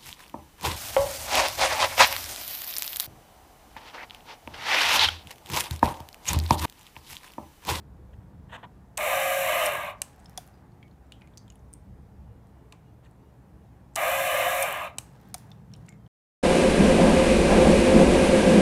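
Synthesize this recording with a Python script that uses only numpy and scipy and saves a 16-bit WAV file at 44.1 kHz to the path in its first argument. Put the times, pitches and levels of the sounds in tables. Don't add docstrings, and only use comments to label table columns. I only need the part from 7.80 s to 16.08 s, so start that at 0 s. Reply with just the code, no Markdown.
import sys
import numpy as np
from scipy import signal
from scipy.fft import rfft, irfft, next_fast_len
from scipy.io import wavfile
from scipy.ndimage import uniform_filter1d, map_coordinates

SR = 44100
rng = np.random.default_rng(int(sys.argv[2]) if len(sys.argv) > 2 else 0)


def output_pcm(signal):
    pcm = np.clip(np.atleast_2d(signal).T, -1, 1) * 32767
    wavfile.write(sys.argv[1], SR, np.round(pcm).astype(np.int16))


def level_to_linear(level):
    exponent = np.asarray(level, float) / 20
    return 10 ** exponent


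N = 365059

# multiple of the shaft rate, level in dB.
ORDERS_DB = [(2, -14.5), (3, 0.5), (4, -4.5), (6, -13), (9, -10.5), (12, -10.5)]
# frequency in Hz, level in dB.
MOUNT = [(250, -25.5), (360, -19), (460, -19), (540, 1), (620, 6), (720, 2.5), (850, 5), (1050, -10),
         (1230, -8), (1400, -3), (2200, -14), (3000, -5)]
# frequency in Hz, width in Hz, level in dB.
FRAME = [(615, 71, 3.5), (721, 74, 1), (762, 63, 0)]
# frequency in Hz, width in Hz, level in dB.
GEARBOX = [(1019, 113, 0), (1138, 80, 0), (1197, 45.4, 4.5), (1624, 87, 1), (2006, 313, -2), (2152, 196, 2),
           (2350, 148.5, -1.5), (2493, 88, -1), (2700, 110, -5), (2867, 98, -4), (3016, 110, -3.5),
           (3600, 630, -11.5)]
# frequency in Hz, level in dB per Hz.
BRUSH = [(2470, -22.5), (4200, -9.5), (4780, -14), (5780, -5), (6760, -7), (7560, -0.5), (8500, -6),
         (9720, -1.5), (11200, -2.5), (12100, 1.5), (13400, -2.5), (15100, -6.5), (16000, -17)]
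# time in seconds, running commutator rate in Hz, effort in dB, gear play in dB.
LOAD = [
    [(1.178, 547.8, 0, -2.5), (1.33, 549.7, 1, 3.5), (1.44, 542, 0.5, -3.5), (1.55, 549, -0.5, -1),
     (1.63, 545.5, -1.5, -6), (1.69, 531.7, 2, 3.5), (1.74, 531.7, 1.5, 2.5), (1.859, 518, 2, 2.5)],
    [(6.161, 543, 1, 2), (6.3, 545.6, 1.5, 2), (6.42, 545.2, -0.5, -1), (6.5, 532.2, 1, 0.5),
     (6.62, 514.7, 2.5, 3.5), (6.77, 538.1, -1, -0.5), (6.826, 554.4, 0, -0.5)],
]
COAST_S = [.325, .325]
FRAME_LAG_S = [0.021, 0.034]
# time in seconds, peak in dB.
BAR_TICKS = [(1.9214, -26), (1.935, -25), (1.9524, -27), (1.9714, -29), (2.0333, -39), (2.0464, -40),
             (2.0654, -45), (2.0864, -43), (2.1004, -43), (2.1114, -42.5), (6.8604, -29.5), (6.8634, -32),
             (6.8764, -30), (6.8867, -26), (6.9094, -27), (6.9252, -22.5), (6.9295, -28), (6.9511, -34),
             (6.9726, -32), (7.0179, -34.5), (7.0329, -37), (7.0444, -36), (7.0654, -47)]
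# frequency in Hz, width in Hz, level in dB.
BAR_RING = [(7600, 1200, -8), (9700, 1300, -3.5), (13100, 1400, -1), (14600, 1200, -5)]

FULL_HZ = 540
START_GAP, SPIN_UP_S, SPIN_UP_SHAPE = .55, .055, 1.3
UNLOAD_S = 0.049
STALL_SPEED, STALL_DB = 0.24, -32.5
WHINE_DB, DRONE_DB, RATTLE_DB, CHATTER_DB, HISS_DB = -34.5, -32, -31.5, -34.5, -36.5
WHINE_GROWS, DRONE_GROWS, RATTLE_GROWS, CHATTER_GROWS, HISS_GROWS = 0.98, 0.29, 0.71, 0.25, 1.3
FREE_DRONE_DB, FREE_CHATTER_DB, FREE_RATTLE_DB, FREE_HISS_DB = -6, -1.5, -1.5, -5.5
DRONE_PER_EFFORT = 1.8
TIGHT_SINGS = .35

# time in seconds, peak in dB.
TOUCH = [
    (1.1728, -23),
    (6.1562, -20.5),
]
# time in seconds, peak in dB.
PULL = [
    (1.1752, -14),
    (2.2173, -14),
    (6.159, -12.5),
    (7.1835, -15),
]
# time in seconds, peak in dB, bounce after seconds, bounce in dB.
RELEASE = [
    (1.8586, -13, .005, -6),
    (6.8249, -14, .005, -8),
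]
# time in seconds, peak in dB.
DROP = [
    (2.5751, -20.5),
    (7.5422, -21.5),
]
# frequency in Hz, width in Hz, level in dB.
PULL_RING = [(685, 710, -13), (1917, 420, -14), (2400, 190, -7.5), (2900, 273, -6.5), (3930, 580, -11.5),
             (5500, 1305, -10), (6540, 750, -4), (7930, 580, -1), (8470, 380, 1.5), (10580, 790, -6),
             (12320, 1500, -11.5), (14734, 2100, -18.5)]
# frequency in Hz, width in Hz, level in dB.
RELEASE_RING = [(4900, 670, -18.5), (7000, 980, -9), (9050, 455, 7), (10930, 760, -7), (13500, 1200, -6)]
# frequency in Hz, width in Hz, level in dB.
DROP_RING = [(1206, 400, -15), (2340, 180, -8.5), (3430, 160, -2), (5430, 870, -4), (7000, 1200, -8),
             (9100, 540, -0.5), (10460, 2300, -7), (14600, 930, -9)]
# frequency in Hz, width in Hz, level in dB.
BOARD = [(720, 66, 9), (1020, 210, -15)]

# time in seconds, peak in dB, ring in Hz.
SNAPS = [(3.411, -58, 9000), (3.7225, -53, 10500), (7.668, -56, 10280), (7.9372, -48, 4100),
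         (7.7165, -50.5, 5670), (8.124, -56, 8000), (2.361, -51, 12000), (2.3937, -54, 7750),
         (2.4, -48, 8600), (2.446, -48.5, 9400), (2.4574, -46, 3300), (2.4962, -42.5, 11600),
         (2.676, -46, 10600), (2.92, -62, 4350), (3.0794, -57.5, 3013), (3.267, -64, 7500),
         (3.3211, -34.5, 3020), (3.4738, -52, 2260), (3.574, -36, 4950), (3.6796, -49, 3180),
         (4.67, -57, 8970), (4.9238, -36, 2240), (5.25, -58, 3900), (5.312, -57.5, 8980),
         (6.0893, -67.5, 2400), (6.148, -51, 7971), (7.174, -57, 7000), (7.4136, -51, 12240),
         (7.475, -58, 9030), (7.5815, -37, 10170), (7.7047, -52, 13000), (7.917, -58, 3120),
         (7.964, -49, 9500)]
# time in seconds, peak in dB, ring in Hz.
TAPS = [(2.459, -42.5, 5300), (2.6673, -52, 13000), (3.0278, -47, 2300), (3.0282, -49, 3320),
        (3.112, -61, 4260), (3.4185, -46, 2220), (3.537, -59, 3600), (3.579, -35, 6150),
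        (3.7018, -47, 2900), (3.7016, -41, 6800), (3.721, -57, 2800), (3.756, -50.5, 9650),
        (3.7562, -58, 3007), (3.793, -59, 6080), (3.93, -43, 9400), (3.937, -33, 8750), (5.257, -58, 1820),
        (5.264, -57, 2510), (6.137, -60, 7996), (7.328, -60, 11900), (7.487, -50, 14100),
        (7.716, -41, 3540), (7.9368, -39.5, 5500), (7.939, -47, 2900), (7.9503, -51, 3038),
        (8.0635, -52, 8900), (8.0845, -43, 2130), (8.0906, -39, 7100), (8.124, -50, 2110),
        (8.263, -59, 3230)]
# time in seconds, peak in dB, ring in Hz.
ROCKS = [(2.735, -67, 4900), (3.032, -60.5, 2230), (3.325, -59.5, 3210), (3.41, -57.5, 2440),
         (3.44, -61, 2090), (3.58, -60, 4630), (8.09, -56, 2150), (8.127, -64, 2090)]
# time in seconds, peak in dB,
# ring in Hz.
THUDS = [(.777, -41, 1000), (.8295, -36.5, 970), (2.147, -39, 1151), (4.926, -51, 1040),
         (7.012, -27.5, 1120)]
# ticks, bright snap in dB, contact in seconds, cycles of ring,
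# width over pitch, echo in dB, echo narrowness, roll-off over pitch.
KINDS = [
    (SNAPS, -1.1, 0.0032, 29, 0.13, -27, 1, 8.9),
    (TAPS, -35, 0.0063, 34, 0.078, -32, 0.94, 3.4),
    (ROCKS, -33, 0.22, 30, 0.034, -38, 1.4, 1.8),
    (THUDS, -32, 0.045, 41, 0.11, -22, 1.4, 1.1),
]
# start in seconds, top in seconds, end in seconds, level in dB, fizz over it in dB.
STROKES = [(.324, .337, .352, -60, -20), (.705, .756, .776, -42.5, -22), (.826, .836, .866, -48, -33),
           (.678, .71, .9, -55, -24), (5.22, 5.255, 5.29, -64, -14)]
# frequency in Hz, level in dB per Hz.
BENCH = [(250, -65), (480, 5), (970, 10), (1300, 4), (1850, 8.5), (2250, -4), (2850, 2.5), (3500, -1),
         (4200, -15), (4800, -28), (8000, -60)]
STROKE_DEPTH_DB = 58

# middle in seconds, length in seconds, whoosh in dB, rustle in dB.
MOVES = [(.9, 0.99, -80, -85), (2.47, 0.65, -67.5, -70), (3.496, 0.52, -81, -89.5),
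         (7.449, 0.65, -70, -70.5), (8.029, 0.26, -78, -76)]
# whoosh in dB, rustle in dB.
STILL_DB = (-67.5, -92.5)
# frequency in Hz, level in dB per Hz.
SLEEVE = [(300, -36.5), (450, -9), (800, 2.5), (1100, -5.5), (1900, -12.5), (2600, -35), (5000, -82)]
# frequency in Hz, level in dB per Hz.
CLOTH = [(800, -61.5), (1500, 12), (3000, 2), (6000, -2), (12000, -9.5), (16000, -11)]

# frequency in Hz, time to fall 60 dB in seconds.
ROOM = [(300, 0.58), (3000, 0.25), (12000, 0.087)]
# frequency in Hz, level in dB per Hz.
RUMBLE = [(12, -69.5), (20, -43.5), (48, -7.5), (70, 0), (91, -12), (110, -7), (140, -34), (240, -120)]
# frequency in Hz, level in dB per Hz.
DRONE = [(53, -33), (90, -9.5), (119, 2), (150, -3), (199, -2), (280, -33), (360, -32.5), (620, -120)]
# middle in seconds, length in seconds, rumble swell in dB, drone swell in dB.
PASSES = [(0.343, 0.78, 7, 4), (1.4, 1.1, 1, 2.5), (4.193, 1.34, 5, 1.5), (6.412, 0.97, 2, 2),
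          (7.805, 2, -1, 5)]
# middle in seconds, length in seconds, pitch in Hz, level in dB.
FAR_TONES = [(.4, .7, 500, -69), (2.98, .9, 353, -66), (5.1, .6, 440, -74), (6, .3, 850, -78),
             (8.1, .2, 120, -56), (8.21, .06, 3150, -80), (4.2, .9, 61, -57)]
# frequency in Hz, level in dB per Hz.
HUSH = [(150, -35), (250, 3), (401, -5.5), (438, -1), (478, -6), (900, -13), (1110, -16), (1300, -21.5),
        (2230, -24.5), (2850, -28), (4570, -32.5), (15000, -35.5), (16400, -48)]
# middle in seconds, length in seconds, level in dB.
CRICKET = [(4.52, .18, -84.5), (4.78, 0.12, -84), (5.08, 0.066, -80), (5.46, .12, -82), (5.83, .07, -84),
           (5.97, .04, -85)]
RUMBLE_DB, DRONE_FAR_DB, HUSH_DB = -61, -57, -61


def motor():
    run_hz, effort_db, play_db = curves(LOAD)
    speed, free, frame_free, on = shaft()
    bar_hz = run_hz * speed
    speed_db = 20 * np.log10(bar_hz / FULL_HZ)
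    stall_db = STALL_DB * np.clip(1 - speed / STALL_SPEED, 0, 1)
    driven, frame_driven = 1 - free, 1 - frame_free

    whine_db = WHINE_DB + WHINE_GROWS * speed_db - TIGHT_SINGS * np.clip(play_db, -6, 3) * driven
    drone_db = DRONE_DB + DRONE_GROWS * speed_db + stall_db
    drone_db = drone_db + DRONE_PER_EFFORT * effort_db * frame_driven + FREE_DRONE_DB * frame_free
    rattle_db = RATTLE_DB + RATTLE_GROWS * speed_db + stall_db
    rattle_db = rattle_db + effort_db * driven + FREE_RATTLE_DB * free
    chatter_db = CHATTER_DB + CHATTER_GROWS * speed_db + stall_db
    chatter_db = chatter_db + play_db * driven + FREE_CHATTER_DB * free
    hiss_db = HISS_DB + HISS_GROWS * speed_db + FREE_HISS_DB * free + stall_db

    turns = np.cumsum(bar_hz / 3 * on * (1 + .003 * wobble(40))) / SR
    whine = 0
    for k, db in ORDERS_DB:
        order_db = db + along(MOUNT, k * bar_hz / 3) + .5 * k * wobble(10 * k)
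        whine = whine + level_to_linear(order_db) * np.sin(2 * np.pi * (k * turns + rng.random()))
    runout = 1 + 0.17 * np.cos(2 * np.pi * turns)
    tooth_knocks = unit(knocks(turns, per_turn=8, scatter=.6, spread_db=1.0))
    teeth = patchy(runout * (tooth_knocks + 0.91 * rng.standard_normal(N)), depth_db=2.5)

    frame = filtered(resonant(teeth, FRAME, low_hz=509), lambda hz: 1 - 1 / (1 + (hz / 490) ** 8))
    drone = level_to_linear(drone_db) * steady(frame, on)
    bench = resonant(teeth, [(323, 33, 0)], low_hz=249.58)
    drone = drone + level_to_linear(drone_db - 27.5) * steady(bench, on)

    def rattle_band(hz):
        dip = 1 - 0.39 / (1 + ((hz - 3260) / 130) ** 2)
        return dip / (1 + (hz / 4150) ** 16)

    upper_gearbox = filtered(resonant(teeth, GEARBOX[3:], low_hz=1473), rattle_band)
    rattle = level_to_linear(rattle_db) * steady(upper_gearbox, on)
    lower_gearbox = resonant(teeth, GEARBOX[:3], low_hz=882)
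    lower_gearbox = filtered(lower_gearbox, lambda hz: 1 / (1 + (hz / 1330) ** 12))
    chatter = level_to_linear(chatter_db) * steady(lower_gearbox, on)

    bar_hits = np.abs(knocks(turns, per_turn=4.6, scatter=0.089, spread_db=3))
    bars = np.convolve(bar_hits, level_to_linear(-60 * np.arange(400) / SR / 0.012))[:N]
    scrape = (0.51 * np.clip(bar_hz / 540, .1, 1) + 0.48 * bars) * runout
    hiss = level_to_linear(hiss_db) * steady(scrape * noise(BRUSH), on)
    return np.sqrt(2) * level_to_linear(whine_db) * on * whine + drone + rattle + chatter + hiss


def shaft():
    t = np.arange(N) / SR
    run = (t > LOAD[1][0][0] - 1) * 1
    on_s = np.array([rows[0][0] for rows in LOAD])[run]
    off_s = np.array([rows[-1][0] for rows in LOAD])[run]
    coast_s, lag_s = np.array(COAST_S)[run], np.array(FRAME_LAG_S)[run]
    up = 1 - START_GAP * np.exp(-(np.clip(t - on_s, 0, None) / SPIN_UP_S) ** SPIN_UP_SHAPE)
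    down = np.clip(1 - (t - off_s) / coast_s, .01, 1)
    free = np.clip((t - off_s) / UNLOAD_S, 0, 1)
    frame_free = np.clip((t - off_s - lag_s) / UNLOAD_S, 0, 1)
    turning = (t > on_s) * (t < off_s + coast_s) * 1.
    return up * down, free, frame_free, uniform_filter1d(turning, size=64)


def knocks(turns, per_turn, scatter, spread_db):
    count = np.floor(turns * per_turn + scatter * wobble(900))
    hit = np.diff(np.maximum.accumulate(count), prepend=0) > 0
    return hit * level_to_linear(spread_db * rng.standard_normal(N)) * np.sign(rng.standard_normal(N))


def bar_ticks():
    out = np.zeros(N + SR)
    for s, db in BAR_TICKS:
        add(out, s, db - 2.0, BAR_RING, t60=0.009, rise=.0001)
    return out[:N]


def relays():
    out = np.zeros(N + SR)
    for s, db in TOUCH:
        add(out, s, db, PULL_RING[3:], t60=0.0078, rise=.0001)
    for s, db in PULL:
        add(out, s, db, PULL_RING, t60=0.011, rise=.0008, tail_db=-34.5, blur=0.81, size=16384)
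        add(out, s + 0.0015, db - 8.5, PULL_RING, t60=0.012, rise=0.00033)
    for s, db, after_s, bounce_db in RELEASE:
        add(out, s, db, RELEASE_RING, t60=0.009, rise=0.0005, tail_db=-31.5, blur=0.38, size=16384)
        add(out, s + after_s, db + bounce_db, DROP_RING, t60=0.02, rise=0.00015)
    for s, db in DROP:
        add(out, s, db, DROP_RING, t60=0.015, rise=0.0005, tail_db=-32.0, blur=0.38, size=16384)
        add(out, s + 0.0022, db - 8.5, DROP_RING[2:], t60=0.022, rise=0.00032)
        add(out, s + 0.0011, db - 15.5, BOARD, t60=0.0029, rise=0.00011)
        add(out, s + 0.00607, db - 11, BOARD, t60=0.00386, rise=0.00041)
    return out[:N]


def caps():
    out = np.zeros(N + SR)
    for ticks, snap_db, contact_s, cycles, width, echo_db, blur, roll_off in KINDS:
        for s, db, hz in ticks:
            modes = [(hz, width * hz, 0), (4200, 1800, snap_db - 12.5), (7500, 3000, snap_db - 14.0)]
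            t60 = np.clip(contact_s + cycles / hz, .003, .4)
            add(out, s, db, modes, t60, rise=.0001, tail_db=echo_db, blur=blur, soft=roll_off * hz)
    return out[:N]


def scuffs():
    t = np.arange(N) / SR
    grit = level_to_linear(0.83 * wobble(340))
    scrape = noise(BENCH)
    fizz = noise([(4000, -30), (5000, -19.0), (6300, -5), (7800, -3), (10000, -15), (14000, -18)])
    strokes = 0
    for start, top, end, db, fizz_db in STROKES:
        away = np.maximum((top - t) / (top - start), (t - top) / (end - top))
        strokes = strokes + level_to_linear(db - STROKE_DEPTH_DB * away ** 4) * (scrape + level_to_linear(fizz_db) * fizz)
    return unit(grit) * strokes


def sleeve():
    moving = sum(np.outer(level_to_linear(db), bump(s, length)) for s, length, *db in MOVES)
    whoosh, rustle = level_to_linear(STILL_DB)[:, None] + moving
    return whoosh * level_to_linear(1.1 * wobble(25)) * noise(SLEEVE) + rustle * level_to_linear(2.9 * wobble(250)) * noise(CLOTH)


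def room(x):
    hz, t, z = signal.stft(rng.standard_normal(SR // 2), SR, nperseg=256)
    tail = signal.istft(z * level_to_linear(-60 * t / along(ROOM, hz)[:, None]), SR, nperseg=256)[1]
    return signal.fftconvolve(np.pad(x, (250, 0)), tail / np.linalg.norm(tail))[:N]


def air():
    rumble_db, drone_db = sum(np.outer(swell_db, bump(s, length)) for s, length, *swell_db in PASSES)
    rumble_db = RUMBLE_DB + rumble_db + 4.5 + 0.99 * wobble(4.6)
    drone_db = DRONE_FAR_DB + drone_db + 1 + 1.3 * wobble(4)
    rumble = level_to_linear(rumble_db) * steady(noise(RUMBLE), 1, size=SR // 2)
    drone = level_to_linear(drone_db) * steady(noise(DRONE), 1, size=SR // 2)
    hush = level_to_linear(HUSH_DB + 0.45 * wobble(5.3)) * unit(patchy(noise(HUSH), depth_db=1.5))
    return rumble + drone + swells(FAR_TONES, drift=14) + hush


def cricket():
    return swells([(s, length, 2865, db) for s, length, db in CRICKET], drift=50)


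def swells(rows, drift):
    t = np.arange(N) / SR
    waver, slip = level_to_linear(2.5 * wobble(drift)), 0.97 * wobble(drift)
    tones = 0
    for s, length, hz, db in rows:
        tones = tones + level_to_linear(db) * bump(s, length) * np.sin(2 * np.pi * hz * t + slip)
    return waver * tones


def add(out, s, db, modes, t60, rise, tail_db=-120, blur=1, size=8192, soft=np.inf):
    t, hz = np.arange(size) / SR, np.fft.rfftfreq(size, 1 / SR)
    chatter = level_to_linear(-60 * t / t60) * (1 - np.exp(-t / rise)) * rng.standard_normal(size)
    chatter[int(rise * SR)] += 3
    response = body(hz, modes) / (1 + 1j * hz / 9000) / (1 + 1j * hz / soft) ** 2
    blow = irfft(rfft(chatter) * response, size)
    diffuse = irfft(rfft(rng.standard_normal(size)) * np.abs(response) ** blur, size)
    fade = (1 - np.exp(-t / 0.0016)) * (1 - t / t[-1])
    tail = level_to_linear(tail_db - 60 * t / 0.35) * fade * unit(diffuse)
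    out[round(s * SR):][:size] += level_to_linear(db) * (blow / np.max(np.abs(blow)) + tail)


def body(f, modes):
    total = 0
    for k, (c, w, db) in enumerate(modes):
        total = total + (-1) ** k * level_to_linear(db) * 1j * f * w / (c * c - f * f + 1j * f * w + 1e-9)
    return total


def resonant(x, modes, low_hz):
    cut = lambda f: (f * f / (low_hz ** 2 - f * f + 1j * f * low_hz)) ** 2
    return filtered(x, lambda f: body(f, modes) * cut(f))


def patchy(x, depth_db):
    z = signal.stft(x, nperseg=1024)[2]
    field = uniform_filter1d(rng.standard_normal(z.shape), size=3, axis=0)
    field = uniform_filter1d(field, size=6, axis=1)
    return signal.istft(z * level_to_linear(depth_db * unit(field)), nperseg=1024)[1][:N]


def noise(spectrum):
    return unit(filtered(rng.standard_normal(N), lambda hz: level_to_linear(along(spectrum, hz))))


def filtered(x, response):
    m = next_fast_len(N + SR // 2)
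    return irfft(rfft(x, m) * response(np.fft.rfftfreq(m, 1 / SR)), m)[:N]


def steady(x, on, size=SR // 12):
    return on * x / np.sqrt(np.abs(uniform_filter1d(x * x, size=size)) + 1e-12)


def unit(x):
    return x / np.sqrt(np.mean(x ** 2) + 1e-20)


def along(points, hz):
    f, v = np.transpose(points)
    return np.interp(np.log(hz + 1), np.log(f + 1), v)


def curves(tables):
    s, *cols = np.transpose(np.vstack(tables))
    return [np.interp(np.arange(N) / SR, s, c) for c in cols]


def wobble(rate):
    return map_coordinates(rng.standard_normal(int(N * rate / SR) + 4), [np.arange(N) * rate / SR])


def bump(s, length):
    return np.exp(-np.square(np.square(2 * (np.arange(N) / SR - s) / length)))


def scene():
    notch = lambda f: (4760 ** 2 - f * f + 1j * f * 220) / (4760 ** 2 - f * f + 1j * f * 500)
    drive = filtered(motor(), notch)
    machine = drive + level_to_linear(-14.5) * room(drive) + bar_ticks() + relays()
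    hand = caps() + scuffs() + sleeve()
    return (machine + hand + air() + cricket())[None]


def low_pass(x):
    return signal.sosfilt(signal.butter(12, 16830, fs=SR, output="sos"), x)


def record(dry):
    heard = filtered(dry[0], lambda hz: 1 / (1 + (hz / 15800) ** 90))
    return low_pass(heard[None])


dry = scene()
out = record(dry)
output_pcm(out)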